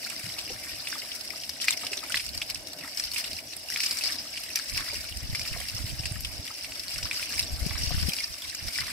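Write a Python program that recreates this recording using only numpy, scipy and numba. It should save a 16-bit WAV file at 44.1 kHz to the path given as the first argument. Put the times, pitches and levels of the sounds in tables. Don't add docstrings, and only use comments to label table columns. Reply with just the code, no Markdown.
import sys
import numpy as np
from scipy import signal
from scipy.fft import rfft, irfft, next_fast_len
from scipy.io import wavfile
from scipy.ndimage import uniform_filter1d, map_coordinates
from numba import njit

SR = 44100
rng = np.random.default_rng(int(sys.argv[2]) if len(sys.argv) > 2 else 0)


def digitize_waveform(pressure):
    field = np.atleast_2d(pressure).T
    bounded = np.clip(field, -1, 1)
    quanta = np.round(bounded * 32767).astype(np.int16)
    wavfile.write(sys.argv[1], SR, quanta)


def elevation(decibels):
    levels = np.asarray(decibels, float)
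    return 10 ** (levels / 20)


N = 393358


def unit(x):
    return x / np.sqrt(np.mean(x ** 2) + 1e-20)


def along(points, hz):
    f, v = np.transpose(points)
    return np.interp(np.log(hz + 1), np.log(f + 1), v)


def curves(rows):
    s, *cols = np.transpose(rows)
    return [np.interp(np.arange(N) / SR, s, c) for c in cols]


def wobble(rate):
    knots = rng.standard_normal(int(N * 200 / SR) + 4)
    return map_coordinates(knots, [np.arange(N) * min(rate, 200) / SR])


def sides(pan_db):
    return np.array([elevation(pan_db / 2), elevation(-pan_db / 2)])


def coloured(x, spectrum):
    m = 2 * next_fast_len(N // 2 + 4096)
    gain = elevation(along(spectrum, np.fft.rfftfreq(m, 1 / SR)))
    ceps = irfft(np.log(gain + 1e-6), m)
    ceps[1:m // 2] *= 2
    ceps[m // 2 + 1:] = 0
    return irfft(rfft(x, m) * np.exp(rfft(ceps)), m)[..., :N]


# (frequency [Hz], left-right likeness [0-1])
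ALIKE = [(60, 0.81), (290, 0.92), (640, 0.82), (1400, 0.36), (3100, 0.11), (7000, 0)]


def rush(spectrum, patchy_db):
    z = signal.stft(rng.standard_normal((2, N)), nperseg=512)[2]
    field = uniform_filter1d(rng.standard_normal(z.shape[1:]), size=6, axis=0)
    field = uniform_filter1d(field, size=8, axis=1)
    likeness = np.clip(along(ALIKE, np.fft.rfftfreq(512, 1 / SR)), -1, 1)
    turn = np.arccos(likeness)[:, None] / 2
    mid, side = z[0] * np.cos(turn), z[1] * np.sin(turn)
    patches = elevation(patchy_db * unit(field))
    pair = signal.istft(np.array([mid + side, mid - side]) * patches, nperseg=512)[1]
    return unit(coloured(pair[:, :N], spectrum))


@njit
def add(out, s, hz, size, cycles, rise, sr):
    for g in range(len(s)):
        first = int(s[g] * sr) + 1
        for i in range(max(first, 0), min(first + int(4 * cycles[g] * sr / hz[g]), len(out))):
            u = (i / sr - s[g]) * hz[g] / cycles[g]
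            if hz[g] * (1 + rise * u) < sr / 2:
                envelope = (1 - np.exp(-3 * u)) * np.exp(-1.3 * u)
                out[i] += size[g] * envelope * np.sin(2 * np.pi * u * cycles[g] * (1 + rise * u / 2))


def plinks(s, hz, db, cycles, pan_db, lag, rise):
    out = np.zeros((2, N))
    for ear, way in zip(out, (1, -1)):
        add(ear, s + way * lag / 2, hz, elevation(db + way * pan_db / 2), cycles + 0 * s, rise, float(SR))
    return out


def impulses(s, db, pan_db):
    out = np.zeros((2, N))
    out[:, (s * SR).astype(int)] = elevation(db) * sides(pan_db)
    return out


def puffs(strikes, rise_s, short_s, long_s, long_db):
    t = np.arange(SR // 10) / SR
    swell = 1 - np.exp(-t / rise_s)
    lead = elevation(-14 - 60 * t / 0.017)
    decay = elevation(-60 * t / short_s) + elevation(long_db - 60 * t / long_s)
    shape = swell * decay + lead[0] * (1 - swell)
    return signal.fftconvolve(strikes, np.r_[lead[::-1], shape][None], axes=1)[:, len(t):len(t) + N]


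def bursts(s, length_s, db, grow_db, rise_s, fall_s):
    t = np.arange(N) / SR
    gains = []
    for start, length, level, grow in zip(s, length_s, db, grow_db):
        end = start + length
        corners = [0, elevation(level - grow / 2), elevation(level + grow / 2), 0]
        gains.append(np.interp(t, [start - rise_s, start, end, end + fall_s], corners))
    return np.array(gains)


# (frequency [Hz], density [dB per Hz])
YARD = [(35, -47), (60, 0), (101, -2), (179, -5.5), (290, 1.5), (440, -9), (642, 2), (949, -10),
        (1370, -17.5), (1500, -9), (1950, -13), (3300, -120)]
# (time [s], level [dB])
HUM = [
    (0.0, -52.5),
    (3.8, -54.5),
    (3.9, -53),
    (6.76, -54.5),
    (7.8, -51),
    (8.5, -57),
    (8.92, -54),
]


def yard():
    return elevation(curves(HUM)[0] + 1.5 + 1.63 * wobble(8)) * rush(YARD, patchy_db=2.0)


# (frequency [Hz], density [dB per Hz])
BUFFET = [(12, -89), (30, -1.5), (70, 5), (120, -5), (250, -15), (500, -31.5), (1000, -75)]
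# (time [s], length [s], buffet level [dB], growth over the gust [dB], left-right [dB])
GUSTS = [(0.24, 0.59, -73, 33, 6.5), (2.174, 0.15, -53, 1, -15), (2.377, 0.24, -53, -12, 1),
         (3, 0.37, -56.5, 5, 0), (3.65, 0.26, -78, 6, -4), (4.0, 0.46, -71, -4, -3),
         (6.5, 0.4, -63, -4, -15), (8.155, 0.2, -60, 3, -16), (4.708, 0.092, -54, 0, -27),
         (4.877, 0.36, -50, 19, -0.5), (5.383, 0.33, -48, 3, -16.5), (5.76, 0.64, -44, -7, -6),
         (6.877, 0.255, -47.5, 2, -9), (7.212, 0.29, -46, 10, -2), (7.513, 0.19, -35.5, 2, 3),
         (7.762, 0.28, -33, 11.5, 5), (8.456, 0.22, -59.5, 14, -24), (8.807, 0.14, -46, -3, -16)]
# (crest time [s], peak level [dB], pitch [Hz], left-right [dB])
EDDIES = [(4.747, -33, 96, -20), (5.119, -31, 91, 4), (5.239, -26, 70, 6), (5.385, -38, 110, 3),
          (5.432, -35, 110, 3), (6.163, -25, 120, 3), (6.197, -30, 65, 11), (7.541, -18.5, 62, 0),
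          (5.301, -19.5, 83, 1), (5.336, -19.5, 95, -2), (5.522, -22, 69.5, -1), (5.551, -29, 98, -12),
          (5.752, -22, 103, -1), (5.847, -18.5, 99, 0), (5.934, -24, 105, 4), (6.002, -22, 103, 3),
          (6.119, -19, 101, -2), (6.398, -25, 88, -5), (7.041, -27.5, 77.6, -4), (7.526, -24, 66.4, 3),
          (7.593, -31, 86, 1), (7.628, -21.5, 70, 15), (7.666, -20.5, 156, 18.5), (7.713, -29, 82, -22),
          (7.759, -32, 61, -30), (7.844, -20, 89, 7), (7.879, -21, 67.6, 13), (7.92, -20.5, 132, 12),
          (7.953, -16, 86.4, 13), (7.981, -14, 87, -3), (8.031, -32, 81.5, 28), (8.089, -23, 164, 27),
          (8.629, -32, 97, -9)]


def wind():
    start, length_s, gust_db, grow_db, pan_db = np.transpose(GUSTS)
    calm = elevation(-68)
    gusts = sides(pan_db) @ bursts(start, length_s, gust_db, grow_db, rise_s=0.042, fall_s=0.056) + calm
    lumps = elevation(5.0 * np.minimum([wobble(13) + 0.91 * wobble(35) for ear in range(2)], 1.6))
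    air = unit(lumps * coloured(rng.standard_normal((2, N)), BUFFET))
    s, db, hz, side_db = np.transpose(EDDIES)
    lag = 0.0061 * rng.standard_normal(len(s))
    thumps = plinks(s - 0.62 / hz, hz, db + 2.5, 0.83, side_db, lag, 0.017)
    thumps += plinks(s - 0.26 / hz, 1.9 * hz, db - 11.0, 0.7, side_db, 0, .04)
    push = gusts * air + thumps
    return push - 1.5 * (push ** 2 - uniform_filter1d(push ** 2, size=1500))


# (frequency [Hz], decay time t60 [s])
SHED = [
    (300, .08),
    (2500, .06),
    (12000, .035),
]


def shed(x):
    size = 8192
    blocks = np.pad(x, ((0, 0), (130, size - (N + 130) % size))).reshape(2, -1, size)
    hz, t, z = signal.stft(rng.standard_normal(blocks.shape), SR, nperseg=128)
    decay = elevation(-60 * t / along(SHED, hz)[:, None])
    tail = signal.istft(z * decay, SR, nperseg=128)[1][..., :size]
    wet = signal.fftconvolve(blocks, tail / np.linalg.norm(tail, axis=2, keepdims=True), axes=2)
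    first = wet[..., :size].reshape(2, -1)
    later = np.pad(wet[..., size:], ((0, 0), (1, 0), (0, 1))).reshape(2, -1)
    return first[:, :N] + later[:, :N]


# (time [s], peak level [dB], pitch [Hz])
KNOCKS = [(0.502, -32.5, 495), (0.955, -30.5, 1200), (1.335, -36.5, 1220), (1.834, -29.5, 1210),
          (1.836, -35.5, 680), (1.969, -41, 370), (1.912, -36.5, 396), (2.031, -31, 1250),
          (2.846, -32, 1290), (4.928, -36, 575), (5.562, -34, 690), (5.601, -37, 723), (6.158, -29, 1770),
          (6.505, -33, 1240), (7.71, -33.5, 1130), (7.907, -30.5, 690)]
# (time [s], peak level [dB], pitch [Hz])
HOOF = [
    (0.238, -29.5, 110),
    (0.261, -34.5, 172),
    (0.282, -36, 105),
    (.553, -39, 109),
]


def table():
    s, db, hz = np.transpose(KNOCKS)
    modes = [(-.001, 0.967, 2.5, 5.4), (-.001, 1.5, 2, 3.2), (.005, 0.7, -3.4, 3.6)]
    plops = sum(plinks(s + after, hz * ratio, db + level_db, cycles, 0.92, 0, 0.057)
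                for after, ratio, level_db, cycles in modes)
    step_s, step_db, step_hz = np.transpose(HOOF)
    return plops + plinks(step_s, step_hz, step_db, 1.9, 0, 0, 0.)


# (frequency [Hz], density [dB per Hz])
SPRAY = [(530, -57), (900, -21), (1390, -16.5), (2250, -4), (2900, -6.5), (3300, -12.5), (4400, -6),
         (5000, 1), (5800, -3.5), (6400, -12), (8600, -5), (9650, -10.5), (11400, -8), (16000, -19.5)]


def sprinkle(rows, cycles, ring_db, crack_db, rise_s, short_s, rebound_db):
    s, db, hz = np.transpose(rows)
    v = rng.standard_normal((len(s), 4))
    pan_db = 5.0 * v[:, 0]

    def ring(after, shift, change_db):
        level_db = db + ring_db + change_db
        return plinks(s + after, hz * np.exp(shift), level_db, cycles, pan_db, 6e-5 * v[:, 1], 0.013)

    blows = impulses(s - rise_s, db + crack_db, pan_db)
    crack = puffs(blows, rise_s, short_s, 0.037, -13) * rush(SPRAY, patchy_db=5.0)
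    rebound = ring(0.0027 * np.exp(0.408 * v[:, 2]), 0.089 * v[:, 3], rebound_db)
    return crack + ring(-0.000359, 0, 0) + rebound


# (time [s], peak level [dB], pitch [Hz])
GLINTS = [(1.6101, -28, 7260), (1.6426, -20, 7190), (1.7066, -13, 7400), (2.097, -22.5, 8350),
          (2.1213, -21, 8400), (2.2645, -25, 7790), (3.1453, -21, 8500), (3.5657, -23, 8700),
          (3.986, -18.5, 8100), (5.894, -26, 8930), (6.1216, -23.5, 9000), (6.207, -23.5, 11800),
          (6.945, -27, 8630), (7.3432, -33, 8530), (8.0899, -22, 11000)]


def glints():
    swell_s = .0012
    return sprinkle(np.add(GLINTS, [swell_s, 0, 0]), 4.4, 8.5, -1.5, swell_s, .0045, -10)


# (time [s], peak level [dB], pitch [Hz])
SPECKS = [(0.0998, -23, 8400), (0.2914, -25, 4700), (0.5202, -29.5, 4650), (0.8869, -22, 8820),
          (0.9014, -25, 5460), (0.983, -22, 5030), (1.1613, -26, 5250), (1.211, -23.5, 4860),
          (1.6212, -23, 4200), (1.7737, -21.5, 5560), (1.8493, -23, 5290), (1.9196, -22, 5100),
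          (1.9718, -19.5, 5900), (1.9904, -27, 4060), (2.158, -14.5, 4120), (2.2643, -28, 4370),
          (2.2912, -22, 4700), (2.5467, -20.5, 4830), (2.6725, -24.5, 5360), (2.733, -24, 5200),
          (2.9483, -27, 5160), (3.0515, -30, 5370), (3.1368, -27, 5370), (3.1867, -24, 5650),
          (3.3318, -21, 4860), (3.7419, -22, 5000), (3.7743, -19.5, 4810), (3.8344, -20, 5680),
          (4.157, -26, 5050), (4.5795, -22, 4890), (4.6974, -19.5, 5200), (4.8885, -21, 4860),
          (4.9434, -21, 5340), (5.013, -25, 5000), (5.1716, -22, 5210), (5.3958, -19.5, 5320),
          (5.4161, -21.5, 4950), (5.7498, -23, 5260), (6.207, -34, 5250), (6.982, -19.5, 5400),
          (7.2923, -25, 5180), (7.3437, -25, 5340), (7.665, -24.5, 5560), (7.7877, -32, 5270),
          (7.8603, -20.5, 4840), (7.8945, -21.5, 4970), (8.0286, -20, 4900), (8.0711, -23, 5010),
          (8.4976, -23, 5300), (8.5495, -18, 5130), (8.779, -19, 4970), (8.9017, -26, 4800)]


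def specks():
    return sprinkle(SPECKS, 4.6, 4.9, -5.5, 0.001, 0.0097, -2)


# (time [s], peak level [dB], bubble pitch [Hz])
BEADS = [(0.0293, -30, 2260), (0.0628, -31.5, 1580), (0.0707, -26.5, 2210), (0.1017, -25.5, 2800),
         (0.1965, -29, 2670), (0.2568, -32, 2860), (0.2977, -31, 2910), (0.4773, -30, 2850),
         (0.6938, -29, 2400), (1.0191, -25, 2940), (1.3049, -27, 2330), (1.6172, -21.5, 3180),
         (1.6432, -31, 2140), (1.7734, -29, 2240), (1.9175, -36, 2320), (2.0388, -26.5, 2410),
         (2.1021, -27.5, 1500), (2.811, -33, 2600), (2.8374, -29, 1920), (2.877, -32, 2000),
         (2.9642, -34, 2220), (3.3169, -28, 2900), (3.3872, -27.5, 2480), (3.6865, -26.5, 2700),
         (3.7214, -28, 1990), (3.898, -30, 2320), (4.0113, -22, 2580), (4.0582, -24.5, 2280),
         (4.3385, -30, 2290), (4.4353, -38, 2780), (4.5032, -27, 2600), (4.559, -23, 2500),
         (4.5714, -25, 2430), (4.9546, -27, 2640), (5.1243, -27.5, 2850), (5.3288, -33, 2170),
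         (5.4111, -28, 2430), (5.5298, -25, 2580), (5.6032, -23.5, 3000), (5.654, -34, 1970),
         (5.8661, -30, 2900), (6.0352, -27, 2480), (6.4777, -24.5, 3470), (7.0723, -32, 2940),
         (7.2579, -26, 2680), (7.2958, -27, 2710), (7.3796, -21.5, 2280), (7.9414, -33, 2860),
         (7.9862, -27.5, 2750), (8.094, -20, 3230), (8.1199, -24, 2320), (8.1339, -24, 2750),
         (8.2043, -23, 2190), (8.4213, -24, 3400), (8.526, -34, 1850), (8.7585, -27, 2270),
         (8.8802, -30, 1830)]


def beads():
    return sprinkle(BEADS, 5.4, 2.8, -5.0, 0.00096, 0.016, -2.5)


# (time [s], peak level [dB], pitch [Hz])
SPITS = [(0.39, -17, 5200), (1.494, -13.5, 5050), (1.684, -9.5, 4200), (1.708, -14, 3970),
         (1.868, -14.5, 5200), (2.122, -17, 5500), (2.377, -13, 4800), (2.5009, -11.5, 4800),
         (2.974, -12.5, 5200), (2.9982, -9.5, 5260), (3.039, -14, 4720), (3.116, -17, 4400),
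         (3.702, -14, 5600), (3.8038, -12.5, 4900), (3.863, -8.5, 4900), (3.911, -10, 4830),
         (3.972, -14, 5430), (4.0388, -12.5, 4950), (4.5581, -5.5, 5670), (4.773, -13, 5100),
         (5.354, -15, 5300), (5.686, -20, 4670), (6.796, -16, 5100), (6.8823, -19, 4400),
         (7.031, -14.5, 5330), (7.3938, -5.5, 5200), (8.0905, -18, 5450), (8.1348, -10.5, 5160),
         (8.167, -15.5, 4870), (8.684, -16, 5100), (1.676, -20, 5000), (1.724, -16, 3470),
         (1.731, -19, 5070), (3.989, -15, 4500), (7.428, -19, 3920)]


def spits():
    s, db, hz = np.transpose(SPITS)
    v = rng.standard_normal((len(s), 6))
    pan_db = 3.6 + 2 * v[:, 5]

    def tick(after, shift, change_db, cycles):
        return plinks(s + after, hz * np.exp(shift), db + change_db, cycles, pan_db, 6e-5 * v[:, 0], 0.0069)

    blows = impulses(s - .001, db - 11.0, 0 * s)
    sound = puffs(blows, 0.0014, 0.014, 0.026, -8.5) * rush(SPRAY, patchy_db=-4.0)
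    sound += tick(-0.000502, 0, 1.3, 4.5)
    sound += tick(0.0027 * np.exp(0.358 * v[:, 1]), 0.021 * v[:, 2], -1.2, 3.7)
    return sound + tick(0.0093 * np.exp(1.4 * v[:, 3]), 0.024 * v[:, 4], -1.0, 1.0)


# (time [s], peak level [dB], bubble pitch [Hz], splash level [dB])
DROPS = [(0.3867, -22.5, 2740, -8), (0.873, -18, 2500, -11), (0.928, -24, 1520, -11),
         (1.1185, -20.5, 2870, -27), (1.437, -26.5, 2920, -7), (1.6016, -23.5, 2680, -23),
         (1.6839, -6.5, 2220, -15), (1.868, -22, 2810, -8), (1.933, -20, 2430, -4.5),
         (1.977, -19, 3700, -14), (2.1223, -20.5, 2920, -11), (2.144, -12, 1900, -16),
         (2.172, -14, 2700, -8.5), (2.198, -21.5, 2470, -11), (2.418, -17.5, 2430, -9.5),
         (3.1626, -19, 2540, -16), (3.2433, -22.5, 2700, -4), (3.7613, -16, 2240, -22),
         (3.8048, -19, 2340, -7), (3.8367, -19, 2580, -3.5), (4.375, -23, 2520, -7),
         (4.7779, -17, 2530, -5), (5.35, -18.5, 2100, -6.5), (6.0576, -18.5, 2560, -4.5),
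         (6.2492, -19, 2980, -8), (7.029, -22.5, 2630, -37), (7.1131, -14.5, 2370, -35),
         (7.229, -20, 2420, -24), (7.3952, -17.5, 2520, -25), (8.787, -17.5, 1820, -30)]
# (time [s], peak level [dB])
DRIPS = [(2.266, -31), (2.558, -24.5), (3.533, -28), (4.09, -25), (4.748, -27), (5.453, -26.5),
         (5.699, -30), (6.647, -24), (6.722, -24.5), (6.909, -32), (6.961, -25), (8.187, -21), ]
# (frequency [Hz], gain [dB])
DULL = [
    (500, -1),
    (5500, 0.5),
    (9000, -2.5),
    (16000, -15),
]


def drops():
    drip_hz, drip_splash_db = 2580, -8.5
    drips = [(s, db, drip_hz, drip_splash_db) for s, db in DRIPS]
    s, db, hz, splash_db = np.transpose(DROPS + drips)
    v = rng.standard_normal((len(s), 9))
    pan_db = -0.5 + 2.5 * v[:, 8]
    lag = -1.2e-5 * pan_db + 4e-5 * v[:, 0]
    sound = plinks(s - .0008, hz, db + 6.0, 2.63, pan_db, lag, 0.034)
    sound += plinks(s + .0002, 1.73 * hz, db + 1.0, 1.8, pan_db, lag, 0.)
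    for k, (after, change_db) in enumerate([(.0021, 1), (.0052, -5), (.0105, -10.5)]):
        late_s = s + after * np.exp(0.5 * v[:, 1 + k])
        small_hz = hz * np.exp(0.27 + 0.22 * v[:, 4 + k])
        sound += plinks(late_s, small_hz, db + change_db + 2 * v[:, 7], 3.2, pan_db, lag, 0.043)
    blows = impulses(s - .003, db + splash_db - 4.0, pan_db)
    hiss = coloured(rush(SPRAY, patchy_db=2.0), DULL)
    return sound + puffs(blows, 0.0024, 0.025, 0.064, 2) * hiss


def patter(low_hz, high_hz, cycles, spread_db, clump_db, wide, count):
    u, v = rng.random((count, 3)), rng.standard_normal((count, 3))
    s, hz = u[:, 0] * N / SR, low_hz * (high_hz / low_hz) ** u[:, 1]
    crowding = np.clip(0.42 * wobble(22) + wobble(50) + 0.7 * wobble(110), -4, 1.7)
    clumps = crowding[(u[:, 0] * N).astype(int)]
    db = -spread_db * np.log(u[:, 2] + 0.042) + clump_db * clumps + 10 * np.log10(hz ** 2)
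    return plinks(s, hz, db, cycles * np.exp(0.43 * v[:, 0]), 3 * v[:, 1], wide * v[:, 2], 0.015)


def mist(spread_db, bed, count):
    u = rng.random((count, 3))
    strikes = impulses(u[:, 0] * N / SR, -spread_db * np.log(u[:, 1] + 0.015), 8 * (u[:, 2] - .5))
    swell = bed + unit(puffs(strikes, .004, 0.013, 0.039, -15))
    hiss = rush(SPRAY, patchy_db=1.6)
    return unit(swell * elevation(1.3 * wobble(40)) * hiss)


# (time [s], strength [dB])
FLOW = [(0, -40), (.9, -40), (1.55, -42.5), (2.05, -41), (2.45, -42.5), (2.75, -46), (3.25, -39),
        (3.44, -44.5), (3.68, -43.5), (4.25, -41.5), (4.9, -38.5), (5.28, -42.5), (5.5, -39), (6.4, -42),
        (7.2, -40), (7.5, -42), (7.64, -38.5), (8.4, -40.5), (8.92, -40)]
# (time [s], length [s], spray [dB], splatter over spray [dB])
GUSHES = [(0.905, 0.063, -39.5, -13), (1.615, 0.04, -31, -9), (1.674, 0.064, -31.5, -1.5),
          (1.812, 0.037, -34, 1), (1.92, 0.043, -37, -15), (2.074, 0.038, -41, 6), (2.148, 0.026, -32, -8),
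          (2.188, .035, -33.5, -12), (1.845, 0.033, -43, -7), (4.144, 0.061, -38.5, -7),
          (2.373, 0.023, -43, -12), (2.493, 0.026, -36.5, 0), (2.81, 0.1, -46.5, 8),
          (2.975, 0.085, -34, -10), (3.136, 0.056, -30.5, -13), (3.243, 0.15, -37.5, -15),
          (3.699, 0.16, -35, -6), (3.804, 0.333, -31, -6.5), (4.554, 0.044, -37.5, 2.5),
          (4.747, 0.056, -37, 2), (4.885, 0.1, -38.5, -8), (5.36, 0.13, -39, 0.5), (5.64, 0.067, -38, -19),
          (8.415, 0.031, -42, 0), (6.908, 0.058, -37.5, -6), (7.032, 0.027, -40, 3),
          (7.129, 0.13, -31.5, -8), (7.302, 0.13, -29.5, -4), (7.792, 0.15, -35.5, -4.5),
          (7.953, 0.3, -33.5, -11), (8.666, 0.016, -37, -1), (8.763, 0.057, -31.5, -0.5),
          (8.837, 0.072, -33, -2)]
# (frequency [Hz], density [dB per Hz])
SPLAT = [(500, -68), (900, -8), (1400, -5), (2250, 3.5), (2850, -10), (3500, -4.5), (5200, -2.5),
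         (7000, -35), (15000, -65)]


def runoff():
    flow_db, = curves(FLOW)
    s, length_s, db, coarse_db = np.transpose(GUSHES)
    gush = bursts(s, length_s, db - 4.5, 0 * s, rise_s=0.0028, fall_s=0.021) ** 2
    spray_gain = np.sqrt(elevation(flow_db) ** 2 + gush.sum(axis=0))
    dribble_db = flow_db.mean() + 3 * (flow_db - flow_db.mean()) - 8
    splat_gain = np.sqrt(elevation(dribble_db) ** 2 + elevation(coarse_db) ** 2 @ gush)
    fizz = unit(coloured(patter(2612, 6490, 5.7, 4.4, 3.27, 1.3e-4, count=15000), SPRAY))
    ticks = unit(coloured(patter(6440, 13240, 5.0, 4.7, 0.43, 0.000138, count=2500), SPRAY))
    spray = unit(elevation(0.5) * fizz + mist(4.8, 2.2, count=900) + elevation(-10.5) * ticks)
    slaps = unit(coloured(patter(963, 5240, 2.46, 4.9, 3.6, 0.9e-4, count=8000), SPLAT))
    return sides(0.53)[:, None] * (elevation(2.0) * spray_gain * spray + elevation(-2.5) * splat_gain * slaps)


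def scene():
    near = runoff() + drops() + spits() + table() + beads() + specks() + glints()
    return near + elevation(-10.0) * shed(near) + yard() + wind()


# (frequency [Hz], right over left [dB])
RIGHT_BRIGHTER = [
    (6000, -0.5),
    (14000, 1.5),
]


def ports(dry):
    hz = np.fft.rfftfreq(N, 1 / SR)
    notches = 1 - 0.42 * np.exp(-((hz - 6220) / 240) ** 2)
    notches -= 0.29 * np.exp(-((hz - 9600) / 290) ** 2)
    tilt = sides(-along(RIGHT_BRIGHTER, hz))
    left_leads_s, top_hz = 3e-5, 15740
    lead = np.exp(np.outer([1, -1], 1j * np.pi * hz * left_leads_s))
    return irfft(rfft(dry) * notches * tilt * (hz < top_hz) * lead, N)


def low_pass(x):
    return signal.sosfilt(signal.butter(12, 16210, fs=SR, output="sos"), x)


def record(dry):
    heard = ports(dry)
    return low_pass(heard)


dry = scene()
out = record(dry)
digitize_waveform(out)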